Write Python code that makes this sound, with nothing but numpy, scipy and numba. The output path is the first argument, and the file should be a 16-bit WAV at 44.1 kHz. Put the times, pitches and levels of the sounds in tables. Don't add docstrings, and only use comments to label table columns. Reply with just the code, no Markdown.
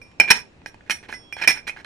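import sys
import numpy as np
from scipy import signal
from scipy.fft import rfft, irfft, next_fast_len
from scipy.io import wavfile
from scipy.ndimage import uniform_filter1d
from numba import njit

SR = 44100
rng = np.random.default_rng(int(sys.argv[2]) if len(sys.argv) > 2 else 0)


def boost(x):
    u = np.asarray(x, float) / 20
    return 10 ** u


def generate_wav(signal):
    frames = np.transpose(np.atleast_2d(signal))
    scaled = np.clip(frames, -1, 1) * 32767
    pcm = np.round(scaled).astype(np.int16)
    wavfile.write(sys.argv[1], SR, pcm)


N = 81585


def evened(x):
    return x / np.sqrt(np.mean(x ** 2) + 1e-20)


def read(points, hz):
    f, value = np.transpose(points)
    return np.interp(np.log(hz + 1), np.log(f + 1), value)


def tone_db(db, hz):
    hardness, thud = db[:, 3], db[:, 4]
    return hardness * max(np.log2(hz / 1197), 0) + thud * (hz < 1200)


@njit
def ring(x, turn, keep):
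    out, z = np.zeros(len(x)), 0j
    for i in range(len(x)):
        z = z * turn[i] * keep[i] + x[i]
        out[i] = z.imag
    return out


# time in seconds, clack in dB, lid low ring in dB,
# lid high ring in dB, hardness in dB per octave.
CLINKS = [(0.0158, -38, -39, -53, 0), (0.1999, 4, 0, -16, -0.5), (0.2112, 3, -9.5, -24.5, -5.5),
          (0.2783, -17.5, -23.5, -50.5, -4.5), (0.2859, -22.5, -23, -46.5, -3.5),
          (0.3028, -7, -18.5, -29.5, -0.5), (0.3067, 5.5, -9, -7, 0), (0.3116, -0.5, -10.5, -6.5, 0.5),
          (.316, 0.5, -13, -19.5, 0), (.32, 0.5, -19, -24, -1), (.369, -25, -40.5, -28, -3),
          (0.6607, -7.5, -37, -36.5, -4), (0.8976, -5.5, -21, -37, -1.5), (0.9077, -4.5, -14, -28.5, 0.5),
          (0.9146, -19.5, -31.5, -26.5, 2.5), (1.1263, -9.5, -35, -50.5, -6), (1.1387, -16, -50, -31.5, -8),
          (1.3258, -19, -27, -37.5, -1.5), (1.4246, -13.5, -18.5, -35, -1.5),
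          (1.4375, -11, -20.5, -40, -1.5), (1.4755, 0.5, -3, -15, 3), (1.485, 0.5, -20.5, -17, -2),
          (1.4897, -9, -11.5, -17.5, -1), (1.501, -12, -14.5, -18, -1.5), (1.509, -7, -25, -20, -2),
          (1.5735, -17.5, -32.5, -36, -5.5), (1.6692, -17, -32.5, -51, -6), (1.6747, -12, -30, -46.5, -4),
          (1.679, -13.5, -28, -45.5, -4.5), (1.688, -14, -30, -46.5, -3.5), (1.695, -12.5, -28, -39, -3)]
# time in seconds, clack in dB, thud in dB over the clack,
# hardness in dB per octave.
KNOCKS = [(.115, -51.5, -7, 0), (0.617, -46, 17, -13), (0.744, -40, 16.5, -2), (.808, -32.5, -18.5, -15.5),
          (.877, -39, 3, -13), (.902, -23.5, 4.5, -1.5), (1.028, -42, 17, -1), (1.04, -44, 4, -10),
          (1.091, -34, 10.5, -6), (1.095, -35.5, 16, -6), (1.367, -36.5, 15, 0.5), (1.369, -30, -8, -7),
          (1.416, -30, 7, -9), (1.763, -36, 8, -18), (1.765, -29, -11, -9.5), (1.772, -29, -6, -12),
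          (1.793, -40, 4, -9), (1.8, -37, -5, -12), (1.846, -28, -4.5, -3), (1.848, -29.5, -10, -4.5)]
# start in seconds, length in seconds, clack in dB, lid low ring in dB,
# lid high ring in dB.
RATTLES = [
    (.302, 0.022, -17, -33, -31),
    (.322, 0.092, -48, -48, -46),
    (.663, 0.041, -59.5, -64, -56),
    (.9, 0.031, -33, -45, -38),
    (.925, 0.061, -59, -56, -49.5),
    (1.11, 0.063, -54, -72, -63),
    (1.48, 0.054, -35, -47, -46),
    (1.668, 0.044, -42.5, -46.5, -49),
]
# start in seconds, length in seconds, clack in dB, lid low ring in dB,
# lid high ring in dB.
SLIDES = [(.215, .06, -43, -46.5, -48), (.277, 0.032, -32, -36, -50), (.86, .035, -57.5, -70, -69),
          (1.029, .04, -51, -79, -80), (1.084, .035, -43, -70, -54), (1.375, 0.057, -42, -68, -53.5),
          (1.412, 0.025, -31.5, -34.5, -39), (1.432, 0.024, -28.5, -36, -52),
          (1.53, 0.088, -45, -45.5, -47), (1.761, 0.066, -51, -72.5, -66), (1.795, .025, -51, -60, -62)]
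CLACK_DB, LOW_DB, HIGH_DB = -12.5, 5, 8.5
KNOCK_RING_DB = -17
GRAINS_PER_S, GRAIN_DB = 2400, 0.5
RATTLE_HARD_DB, SLIDE_HARD_DB = 3, -3


def contacts():
    c, k = np.array(CLINKS), np.array(KNOCKS)
    at = [c[:, 0], k[:, 0]]
    blow_db = c[:, 1:4] + [CLACK_DB, LOW_DB, HIGH_DB]
    knock_ring_db = k[:, 1] + KNOCK_RING_DB
    db = [np.c_[blow_db, c[:, 4], 0 * c[:, 4]],
          np.c_[k[:, 1], knock_ring_db, knock_ring_db, k[:, 3], k[:, 2]]]
    for runs, hard_db in (RATTLES, RATTLE_HARD_DB), (SLIDES, SLIDE_HARD_DB):
        for start, length, *level_db in runs:
            gaps, size = rng.exponential(1, (2, 240))
            u = np.minimum(np.cumsum(gaps) / GRAINS_PER_S / length, 1)
            swell = np.sin(np.pi * u ** 0.61) + 0.018
            shape_db = np.where(u < 1, 20 * np.log10(swell), -200)
            grain_db = shape_db + GRAIN_DB * (np.minimum(size, 3) - 1)
            at.append(start + u * length)
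            db.append(np.c_[grain_db[:, None] + level_db, hard_db + 0 * u, 0 * u])
    index = np.round(np.concatenate(at) * SR).astype(int).clip(0, N - 1)
    return index, np.concatenate(db)


# frequency in Hz, level in dB, t60 in seconds.
LID = [(2382, -2, 0.21), (2402, -10.5, 0.48), (5445, -1.5, 0.29), (5950, -20, .3), (2010, -9.5, 0.097),
       (7500, -28, 0.23), (5130, -20, 0.094), (8794, -16.5, .25), (9300, -24, 0.37), (10270, -23.5, 0.15),
       (11880, -27, 0.18), (13300, -24.5, .12), (12660, -26.5, .12), (8970, -19.5, .12)]
# time in seconds, damping of the low ring and of the high ring in dB over the free ring.
GRIP = [(0, -1, -3), (0.169, 4, 2), (.2, 10, 7.5), (.225, 10.5, 9.5), (.24, -1, 8), (.3, 4.5, 6),
        (0.32, 16, 17.5), (0.399, 8, 7), (.9, 17, 10.5), (1.1, 8, -2), (1.151, 4, -2), (1.32, -3, 0),
        (1.42, 14.5, 9), (1.47, 6, 4), (1.56, 10.5, 3.5), (1.63, 9, 10.5), (1.7, 6.5, 13), (1.72, 12, 14)]
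# time in seconds, rise in percent.
PRESS = [(.18, 0), (.2, -.4), (.3, -.3), (.31, .8), (.4, .2), (.65, 2.4), (1.0, 2.8), (1.1, 0), (1.685, 0),
         (1.7, 3), (1.72, 11), (1.735, 2), (1.76, 0)]
# time in seconds, level in dB.
SING = [(1.16, -66), (1.24, -50), (1.35, -49), (1.385, -39), (1.41, -44), (1.43, -66)]
SING_HZ = 3318
MUTE_DB, MUTE_HIGH_DB = -14, -8.5
LID_SPREAD_DB = 2.5
FREED_S = 1.1


def lid(at, db):
    t, blows = np.arange(N) / SR, len(CLINKS)
    s, *grip_db = np.transpose(GRIP)
    grip = [boost(np.interp(t, s, g)) for g in grip_db]
    low_bend = 1 + np.interp(t, *np.transpose(PRESS)) / 100
    high_bend = np.where(t < FREED_S, low_bend, 1)
    choke, out = np.ones((2, N)), np.zeros(N)
    choke[:, at[:blows]] = boost([[MUTE_DB], [MUTE_HIGH_DB]])
    for k, (hz, mode_db, t60) in enumerate(LID):
        high = int(k > 1)
        spot = rng.standard_normal((len(at), 2))
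        spot[:blows] = spot[:blows] * [k > 2, 0] + [0, 1]
        level_db = db[:, 2] + tone_db(db, hz / 2) if high else db[:, 1]
        level = boost(level_db + mode_db + LID_SPREAD_DB * spot[:, 0])
        push = np.bincount(at, level * np.sign(spot[:, 1]), N)
        bend = high_bend if high else low_bend
        turn = np.exp(2j * np.pi * hz * bend / SR)
        out += ring(push, turn, choke[high] * boost(-60 * grip[high] / t60 / SR))
    sing = boost(np.interp(t, *np.transpose(SING), -120, -120)) * np.sin(2 * np.pi * SING_HZ * t)
    return out + sing


# frequency in Hz, level in dB, t60 in seconds.
CUP = [(402, -15, 0.02), (882, -6, 0.011), (1493, -11, .04), (1652, -2, 0.023), (1860, -2, 0.018),
       (2027, -9, 0.022), (2180, -0.5, 0.01513), (2465, -4.5, 0.029), (2776, -16, .035), (3065, -15, 0.055),
       (4070, -6, 0.011), (5770, -19.5, 0.0386), (3416, -8.5, 0.014), (9970, -15.5, 0.015)]
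SPREAD_DB = 5


def cup(at, db):
    out = np.zeros(N)
    for hz, mode_db, t60 in CUP:
        spot = rng.standard_normal((len(at), 2))
        level = boost(db[:, 0] + tone_db(db, hz) + mode_db + SPREAD_DB * spot[:, 0])
        push = np.bincount(at, level * np.sign(spot[:, 1]), N)
        turn = np.full(N, np.exp(2j * np.pi * hz / SR))
        out += ring(push, turn, np.full(N, boost(-60 / t60 / SR)))
    return out


# frequency in Hz, level in dB.
TICK = [(100, -24.5), (1210, -17.5), (1520, -10), (2420, -2.5), (5070, -8.5), (5510, -9.5), (6670, -8),
        (11000, -19), (15500, -35)]
TICK_DB, TICK_T60 = -6.5, 0.013


def ticks(at, db):
    t, out = np.arange(1024) / SR, np.zeros(N)
    for lo_hz, hi_hz in (60, 1400), (1200, 5500), (3500, 11000), (7000, 20000):
        level = boost(db[:, 0] + tone_db(db, np.sqrt(lo_hz * hi_hz)))
        band = np.zeros(N)
        for k in range(4):
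            crack = rng.standard_normal(1024) * boost(-60 * t / TICK_T60)
            band += signal.oaconvolve(np.bincount(at[k::4], level[k::4], N), crack)[:N]
        out += signal.sosfilt(signal.butter(2, [lo_hz, hi_hz], "band", fs=SR, output="sos"), band)
    log_gain = np.log(boost(read(TICK, abs(np.fft.fftfreq(4096, 1 / SR)))))
    colour = np.fft.ifft(np.exp(np.conj(signal.hilbert(log_gain)))).real[:2048]
    return boost(TICK_DB) * signal.oaconvolve(out, colour / np.linalg.norm(colour))[:N]


# frequency in Hz, t60 in seconds.
ROOM = [(250, 0.35), (1000, 0.23), (3000, .2), (10000, 0.18), (14000, 0.066)]
ROOM_DB = -11.5


def room(x):
    taps = np.zeros((2, SR // 2))
    at = np.arange(120, SR // 2 - 20, 20)
    spots = at + rng.integers(0, 20, (2, len(at)))
    np.put_along_axis(taps, spots, rng.choice([-1., 1.], (2, len(at))), 1)
    hz, t, z = signal.stft(taps, SR, nperseg=256)
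    tail = signal.istft(z * boost(-60 * t / read(ROOM, hz)[:, None]), SR, nperseg=256)[1]
    return signal.fftconvolve(x[None], tail / np.linalg.norm(tail[0]), axes=1)[:, :N]


# frequency in Hz, level in dB per Hz.
HUM = [(12, -33.5), (20, -1), (315, -9.5), (1460, -22.5), (2680, -20.5), (2920, -26.5), (7520, -38.5),
       (10200, -50), (13000, -71.5), (15500, -90.5)]
# frequency in Hz, likeness from -1 to 1.
HUM_SAME = [(60, 1), (380, 0.58), (2380, -0.29), (15000, 0.96)]
HUM_DB = -47


def hum():
    frames, hz = N // 256 + 5, np.fft.rfftfreq(1024, 1 / SR)
    a, b, c, d, patches = rng.standard_normal((frames, 513, 5)).T
    patches = evened(uniform_filter1d(uniform_filter1d(patches, 12, 0), 14, 1))
    same = np.clip(read(HUM_SAME, hz), -1, 1)[:, None]
    left, other = a + 1j * b, c + 1j * d
    z = np.array([left, same * left + np.sqrt(1 - same ** 2) * other])
    z *= boost(read(HUM, hz)[:, None] + 1.2 * patches)
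    return boost(HUM_DB) * evened(signal.istft(z, nperseg=1024, noverlap=768)[1][:, :N])


# frequency in Hz, left over right in dB.
LEAN = [(60, 3.5), (130, -3), (290, 1.5), (640, -2), (1410, -7), (3100, -8), (6820, -2), (15000, -5)]
# frequency in Hz, lead in radians.
LEAD = [(0, -0.88), (1120, 0.9), (2500, 0.39), (3790, 2.2), (5430, -1.1), (5770, -0.56), (14600, -1.5),
        (15200, -0.5)]


def scene():
    at, db = contacts()
    iron = lid(at, db) + cup(at, db) + ticks(at, db)
    iron = signal.sosfilt(signal.butter(3, 120, "high", fs=SR, output="sos"), iron)
    size = next_fast_len(N + 4096)
    hz = np.fft.rfftfreq(size, 1 / SR)
    port = boost(read(LEAN, hz) / 2) * np.exp(.5j * read(LEAD, hz))
    near = irfft(rfft(iron, size) * np.array([port, 1 / port]), size)[:, :N]
    tail = boost(ROOM_DB) * room(iron) * boost(np.array([[-2.5], [2.5]]))
    return near + tail + hum()


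def low_pass(x):
    return signal.sosfilt(signal.butter(12, 15660, fs=SR, output="sos"), x)


def record(dry):
    drive_db = -5
    return low_pass(np.clip(dry * boost(drive_db), -1, 1))


dry = scene()
out = record(dry)
generate_wav(out)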